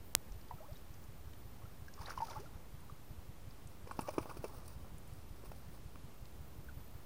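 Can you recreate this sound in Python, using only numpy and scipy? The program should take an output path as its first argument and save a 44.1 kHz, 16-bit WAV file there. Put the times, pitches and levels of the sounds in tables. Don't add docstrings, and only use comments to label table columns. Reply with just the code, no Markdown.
import sys
import numpy as np
from scipy import signal
from scipy.fft import rfft, irfft
from scipy.io import wavfile
from scipy.ndimage import uniform_filter1d

SR = 44100
rng = np.random.default_rng(int(sys.argv[2]) if len(sys.argv) > 2 else 0)


def boost(x):
    u = np.asarray(x, float) / 20
    return 10 ** u


def persist_wave(psi):
    counts = np.round(np.clip(psi, -1, 1) * 32767).astype(np.int16)
    wavfile.write(sys.argv[1], SR, np.atleast_2d(counts).T)


N = 311234
TIME = np.arange(N) / SR

# start in seconds, peak in dB, pitch in Hz, ring in seconds.
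DEEP_BUBBLES = [(.51, -37, 944, .0061), (.511, -57, 1900, .006), (.512, -51.5, 717, .026),
                (.517, -56, 920, .025), (.668, -64, 1270, .007), (.756, -60.5, 3740, .012),
                (1.619, -60, 1070, .008), (1.655, -55, 1320, .008), (1.882, -49, 1600, 0.0072),
                (1.977, -51, 1110, 0.0046), (1.99, -46.5, 1090, 0.0047), (2.083, -43, 725, 0.0036),
                (2.106, -33, 1350, 0.0023), (2.176, -33.5, 1008, 0.0089), (2.186, -50, 2950, .0037),
                (2.204, -34, 860, 0.0061), (2.22, -31.5, 898, 0.019), (2.264, -49, 760, .006),
                (2.286, -49.5, 730, .014), (2.296, -59, 2200, .006), (2.327, -53, 1340, .015),
                (2.363, -43.5, 856, 0.022), (2.458, -56.5, 1370, 0.013), (2.897, -48, 1170, .006),
                (4.05, -52, 1150, .018)]
# start in seconds, peak in dB, first pitch in Hz, ring in seconds,
# glide in octaves.
SHALLOW_BUBBLES = [(.583, -57.5, 1315, .014, -.08), (.604, -51.5, 613, .026, .17),
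                   (.626, -56, 760, .042, .85), (.684, -54.5, 554, .038, 0.35),
                   (2.012, -49, 860, .012, 0.38), (2.03, -55, 1150, .007, -.2),
                   (2.0584, -45, 3660, .0059, 0.39), (2.068, -51, 1676, .0095, .45),
                   (2.283, -49, 1305, .02, -.16), (2.302, -50.5, 900, 0.025, .16),
                   (2.357, -46.5, 1110, .011, 0.25), (2.392, -52, 371, .057, 0.76),
                   (6.686, -50, 1560, 0.014, -0.22)]
# peak time in seconds, gurgle in dB, rasp gain in dB (dryness),
# fade in seconds.
RUNOFF = [
    (.62, -72, 2, .08),
    (.77, -77, 13, .03),
    (1.63, -69, 4.5, 0.092),
    (2.03, -56, 3, 0.037),
    (2.1, -50.5, 2.5, 0.021),
    (2.2, -60, 4, 0.06),
    (2.32, -56.5, 3, 0.065),
    (2.4, -68, 5, 0.043),
    (2.56, -70, -10, .08),
]
# peak time in seconds, gurgle in dB, rasp gain in dB (dryness),
# fade in seconds.
DRAGS = [(3.7, -83, 9, .12), (3.9, -60, -2, 0.034), (3.95, -64, -2, .03), (4.02, -57, 2.5, 0.027),
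         (4.08, -60, -2, .03), (4.14, -58.5, 3, .05), (4.22, -62.5, -1, 0.035), (4.3, -56.5, -5, .05),
         (4.375, -67, 4.5, 0.033), (4.47, -59, 7.5, 0.028), (4.56, -62.5, 2, 0.073), (4.64, -69, 4, .05),
         (4.71, -70.5, 11.5, 0.046), (4.86, -67, -9, .06), (5.15, -80, 15, .08), (5.45, -68, 5.5, 0.091),
         (5.6, -72, 5, .06), (5.75, -70, 4, .08)]
# start in seconds, body peak in dB, body pitch in Hz, crackle in dB over the body,
# length in seconds.
WEIGHTS = [(3.871, -44, 490, -8, 0.0053), (3.991, -28.5, 235, -11.5, 0.0027),
           (4.084, -33.5, 537, -14, 0.0024), (4.088, -28.5, 604, -16, 0.0034),
           (4.136, -43.5, 424, -8, 0.0074), (4.1806, -23, 392, -16, 0.0036),
           (4.1866, -28, 247, -27, 0.0016), (4.257, -36, 510, -16, 0.0012),
           (4.369, -40.5, 353, -10, 0.0029), (4.4409, -29.5, 450, -12, 0.0042),
           (4.447, -38, 402, -18, 0.0072), (5.437, -47.5, 400, -26, .0044), (5.517, -40, 630, -12, .002)]
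# start in seconds, slap peak in dB, crackle in dB over the slap, length in seconds.
SLAPS = [
    (3.91, -33, -15.5, 0.0032),
    (3.9901, -28, -13, 0.0026),
    (4.01, -49, -3, 0.0067),
    (4.073, -44, -1.5, 0.0041),
    (4.192, -51, -13, 0.0031),
    (4.221, -48, -1, 0.0093),
    (4.29, -41, -6.5, .01),
    (4.309, -41, -24, .0057),
    (5.456, -54, 1, .0015),
    (5.957, -46.5, -6, .0009),
]
# start in seconds, peak in dB, brightest pitch in Hz.
TICKS = [(.3202, -51, 5490), (.412, -55, 4780), (0.4835, -56, 4050), (.73, -55, 4420), (.7694, -53, 5450),
         (.9398, -55.5, 5800), (1.039, -54, 6350), (1.333, -53.5, 3320), (1.883, -52.5, 5080),
         (1.938, -47.5, 5470), (2.014, -54, 5590), (2.102, -45, 5600), (2.27, -50, 3730),
         (2.299, -46, 5900), (2.308, -46, 3750), (2.366, -58, 4900), (2.8035, -56, 10100),
         (3.5079, -53, 4670), (3.672, -50.5, 7990), (3.919, -54, 8640), (4.008, -42, 8610),
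         (4.0164, -46, 9850), (4.09, -49, 5200), (4.133, -53, 10100), (4.3211, -53, 9700),
         (4.678, -47, 10000), (4.9814, -48, 9950), (5.0744, -53, 9830), (5.1345, -53, 9740),
         (6.254, -52, 4420)]
# pitch in Hz, width in Hz, level in dB.
HOUSING = [
    (2440, 730, 3),
    (5230, 1860, -4.5),
    (9850, 990, -6),
    (15140, 980, -8),
]
# time in seconds, level in dB above the usual firing.
ENGINE_LOAD = [(.17, 0.5), (.36, -2.5), (.54, 4), (.9, -0.5), (1.1, -3), (1.82, 0.5), (2.37, 0.5),
               (3.48, 1.5), (3.84, -2), (4.21, 3), (4.95, 0), (5.5, 1.5), (5.86, 0.5), (6.04, -1.5),
               (6.4, 0.5), (6.77, 2), (7, -1)]
# start in seconds, seconds between firings.
ENGINE_PACE = [
    (0, .1832),
    (1.9, .18372),
    (5.35, .1823),
]
# centre in seconds, peak in dB, pitch in Hz.
BUMPS = [
    (0.319, -40.5, 37.3),
    (3.19, -39.5, 70),
]
# pitch in Hz, level in dB per Hz.
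NIGHT_COLOUR = [(12, -29), (20, -2), (22, -5.5), (70, -2), (125, -7.5), (198, -12.5), (415, -18.5),
                (592, -21), (1170, -24.5), (1540, -29), (7310, -37.5), (12600, -38), (13700, -38)]
# time in seconds, centre in Hz, level in dB.
WHINE = [(0, 14400, -70), (1, 14400, -71), (2.9, 14400, -74), (3.079, 14050, -72), (3.35, 14300, -81),
         (3.9, 14200, -77), (5.05, 14400, -76), (5.5, 14400, -74), (6.0, 14130, -84), (6.2, 14150, -70),
         (6.4, 14450, -70), (6.85, 14280, -68), (7.06, 14400, -70)]
# start in seconds, sweep in Hz,
# share of the second pulse from 0 to 1.
WHINE_STATES = [
    (0, 143, .83),
    (3.2, 58, .9),
    (6.1, 335, .35),
]

THUMP_DB, THUMP_HZ, THUMP_SWEEP_HZ_PER_S = -42, 85.3, 8100
THUMP_RISE_S, THUMP_FALL_S = 0.0073, 0.0078
SPARK_S, SPARK_WIDTH_S = .1512057, .000031


def bubbles():
    out = np.zeros(N)
    deep = [(*row, .04) for row in DEEP_BUBBLES]
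    for s, db, start_hz, ring_s, glide in deep + SHALLOW_BUBBLES:
        t = np.arange(int(2 * ring_s * SR)) / SR
        hz = start_hz * 2 ** (glide * (t / ring_s) ** 1.49)
        turns = np.cumsum(np.minimum(hz, 9000)) / SR
        shape = (1 - np.exp(-t / 0.00036)) * np.exp(-1.1 * (t / ring_s) ** 2.3)
        add(out, s, boost(db) * shape * np.sin(2 * np.pi * turns))
    return out


def scrape():
    rasp = grains(200, 1.2, 0.011) * grains(440, 3.3, 0.0027) * rng.standard_normal(N)
    gurgle = grains(220, 3.5, .005) * rng.standard_normal(N) + .4 * unit(rasp)
    gurgle = unit(gurgle) + 0.3 * fizz(260, 502, 1.754, 4.6)
    rasp = unit(rasp) + .2 * fizz(500, 2300, 1.6, 4.)

    low = unit(steep(gurgle, 946, 1130) + 0.78 * steep(gurgle, 466, 480))
    middle = unit(steep(rasp, 5400, 3200) + 0.6 * steep(rasp, 2650, 900))
    top = unit(steep(rasp, 8870, 3900) + 0.92 * steep(rasp, 15200, 1800))
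    scuff = low + boost(-4) * unit(steep(gurgle, 350, 380))
    scuff = signal.sosfilt(signal.butter(N=6, Wn=1450, fs=SR, output="sos"), scuff)
    sheen = top + boost(-15) * unit(steep(rasp, 15100, 1500))

    runoff_rasp = boost(-10.5) * middle + boost(-16) * top
    drag_rasp = boost(-10) * middle + boost(-9) * sheen
    out = np.zeros(N)
    for table, wet, dry_rasp in ((RUNOFF, low, runoff_rasp), (DRAGS, scuff, drag_rasp)):
        for s, db, dry_db, fade_s in table:
            out += boost(db) * stroke(s, fade_s) * (wet + boost(dry_db) * dry_rasp)
    return out


def stroke(s, fade_s):
    return np.exp(-np.abs(TIME - s) / fade_s)


def grains(rate, spread_db, tail_s):
    size = (rng.random(N) < rate / SR) * boost(spread_db * rng.exponential(size=N))
    gate = signal.lfilter([1], [1, -np.exp(-1 / (tail_s * SR))], size)
    return uniform_filter1d(gate, size=60) + 0.64


def fizz(rate, low_hz, octaves, cycles):
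    out = np.zeros(N)
    for when, pitch, size in rng.random((int(rate * N / SR), 3)):
        hz = low_hz * 2 ** (octaves * pitch)
        turns = np.arange(int(3 * cycles / hz * SR)) * hz / SR
        ring = np.exp(-turns / cycles) * np.sin(2 * np.pi * turns * (1 + 0.0138 * turns))
        add(out, when * (N - 1) / SR, boost(-16 * size) * ring)
    return unit(out)


def weights():
    out = np.zeros(N)
    for s, db, hz, crackle_db, length_s in WEIGHTS:
        add(out, s, boost(db) * blow(-8, 0, hz, crackle_db, length_s))
    return out


def slaps():
    out = np.zeros(N)
    for s, db, crackle_db, length_s in SLAPS:
        add(out, s, boost(db) * blow(0, -11, 500, crackle_db, length_s))
    return out


def blow(slap_db, body_db, hz, crackle_db, length_s):
    noise, t = rng.standard_normal((3, 2000)), np.arange(2000) / SR
    dull = signal.butter(N=6, Wn=1400, fs=SR, output="sos")
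    bright = signal.butter(N=4, Wn=2100, btype="high", fs=SR, output="sos")
    slap = peak(signal.sosfilt(dull, band(burst(noise[0], length_s), 1000, 520)))
    swing = -np.sin(2 * np.pi * hz * t) + 0.34 * unit(steep(noise[1], hz, hz))
    body = peak(burst(swing, 0.72 * length_s))
    crackle = peak(signal.sosfilt(bright, housing(burst(noise[2], 1.29 * length_s))))
    return boost(slap_db) * slap + boost(body_db) * body + boost(crackle_db) * crackle


def ticks():
    out = np.zeros(N)
    for s, db, hz in TICKS:
        snap = burst(rng.standard_normal(1500), 0.0024)
        tick = housing(snap, hz, 1.0) + 2.6 * steep(snap, hz, 0.43 * hz)
        add(out, s, boost(db) * peak(tick))
    return out


def burst(noise, length_s):
    t = np.arange(len(noise)) / SR
    return noise * (1 - np.exp(-(t / (0.38 * length_s)) ** 2)) * np.exp(-(t / length_s) ** 1.05)


def housing(x, centre_hz=6000, octaves=9.):
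    out = np.zeros(len(x))
    for hz, width_hz, db in HOUSING:
        off_centre = np.log2(hz / centre_hz) / octaves
        out += boost(db - 2 * off_centre ** 2) * steep(x, hz, 0.92 * width_hz)
    return out


def engine():
    out, lead = np.zeros(N), 1300
    t = np.arange(-lead, 1700) / SR
    shape = np.exp(-np.where(t < 0, (t / THUMP_RISE_S) ** 2 / 2, t / THUMP_FALL_S))
    turns = np.cumsum(np.clip(THUMP_HZ + THUMP_SWEEP_HZ_PER_S * t, 35, 165)) / SR
    thump = shape * np.cos(2 * np.pi * (turns - turns[lead]))
    for s, db in firings():
        add(out, s - lead / SR, boost(THUMP_DB + db) * thump)
    return out


def firings():
    times = [.1748]
    while times[-1] < N / SR - .2:
        times.append(times[-1] + held(ENGINE_PACE, times[-1])[0])
    jitter_s = .0008 * rng.standard_normal(len(times))
    scatter_db = .8 * rng.standard_normal(len(times))
    return zip(times + jitter_s, np.interp(times, *np.transpose(ENGINE_LOAD)) + scatter_db)


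def bumps():
    out = np.zeros(N)
    for s, db, hz in BUMPS:
        t = TIME - s
        out += boost(db) * np.exp(-(t * hz / 0.56) ** 2) * np.cos(2 * np.pi * hz * t)
    return out


def night():
    hz = np.maximum(np.fft.rfftfreq(N, 1 / SR), 1)
    f, db = np.transpose(NIGHT_COLOUR[:-1])
    colour = rfft(rng.standard_normal(N)) * boost(np.interp(np.log(hz), np.log(f), db))
    low_share = 1 / (1 + (hz / 300) ** 2)
    rumble = irfft(colour * np.sqrt(low_share), N) * boost(.8 * walk(3))
    hiss = irfft(colour * np.sqrt(1 - low_share) * 1j, N) * boost(0.18 * walk(17))
    return boost(-55) * unit(rumble + hiss)


def whine():
    s, *columns = np.transpose(WHINE)
    hz, db = (np.interp(TIME, s, c) for c in columns)
    sweep_hz, second = held(WHINE_STATES, TIME)
    frame = (30 * TIME + 0.93 + 0.046 * walk(3.3)) % 1
    pulses = np.exp(-((frame - .3) / 0.13) ** 2) + second * np.exp(-((frame - .78) / 0.21) ** 2)
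    waver_hz = np.minimum(40 + .6 * sweep_hz, 120) * walk(500)
    turns = np.cumsum(hz + 2 * sweep_hz * (frame - .4) + waver_hz) / SR
    tone = np.sin(2 * np.pi * turns) + boost(-12.5) * np.sin(2 * np.pi * turns * 2 / 3)
    return boost(db + 1.5 + 1.4 * walk(40)) * (pulses + 0.37) * tone


def spark():
    u = (TIME - SPARK_S) / SPARK_WIDTH_S
    kick = -(.39 + 1.32 * u) * np.exp(-u ** 2)
    limited = irfft(rfft(kick) * (np.fft.rfftfreq(N, 1 / SR) < 16800), N)
    return limited * np.exp(-((TIME - SPARK_S) / .002) ** 2)


def top_cut(x):
    hz, spectrum = np.fft.rfftfreq(N, 1 / SR), rfft(x)
    edges = np.linspace(14950, 15800, num=4)
    out, common = irfft(spectrum * (hz <= edges[0]), N), walk(30)
    for lo, hi, keep in zip(edges, edges[1:], (.9, .75, .6)):
        strip = irfft(spectrum * ((hz > lo) & (hz <= hi)), N)
        out += strip * np.clip(keep + 0.24 * common + 0.55 * walk(70), .03, 1.5)
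    return out


def unit(x):
    return x / np.sqrt(np.mean(x ** 2))


def peak(x):
    return x / np.abs(x).max()


def band(x, hz, width_hz):
    return signal.lfilter(*signal.iirpeak(hz, max(hz / width_hz, .3), fs=SR), x)


def steep(x, hz, width_hz):
    return band(band(x, hz, width_hz), hz, width_hz)


def walk(rate):
    k = int(SR / rate)
    steps = np.repeat(rng.standard_normal(N // k + 1), k)
    return 1.7 * uniform_filter1d(uniform_filter1d(steps, k), k)[:N]


def held(table, s):
    rows = np.array(table)
    index = np.searchsorted(rows[:, 0], s, side="right") - 1
    return rows[np.maximum(index, 0), 1:].T


def add(out, s, piece):
    i = int(s * SR)
    out[i:i + len(piece)] += piece[:N - i]


def scene():
    near = bubbles() + weights() + slaps() + ticks() + scrape()
    echo = np.zeros(2000)
    echo[rng.integers(150, 2000, 14)] = rng.standard_normal(14)
    echo *= np.exp(-np.arange(2000) / 700)
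    reflected = boost(-15.0) * signal.fftconvolve(near, echo)[:N]
    heard = near + reflected + engine() + bumps() + night() + whine()
    duck = .99 * np.exp(-((TIME - SPARK_S) / .011) ** 8)
    high = signal.butter(N=4, Wn=1800, btype="high", fs=SR, output="sos")
    treble = signal.sosfiltfilt(high, heard)
    return (top_cut(heard - duck * treble) + spark())[None]


def roll_off(x):
    return signal.sosfilt(signal.butter(12, 17130, fs=SR, output="sos"), x)


def record(dry):
    mix = dry + .0028
    return roll_off(mix)


dry = scene()
out = record(dry)
persist_wave(out)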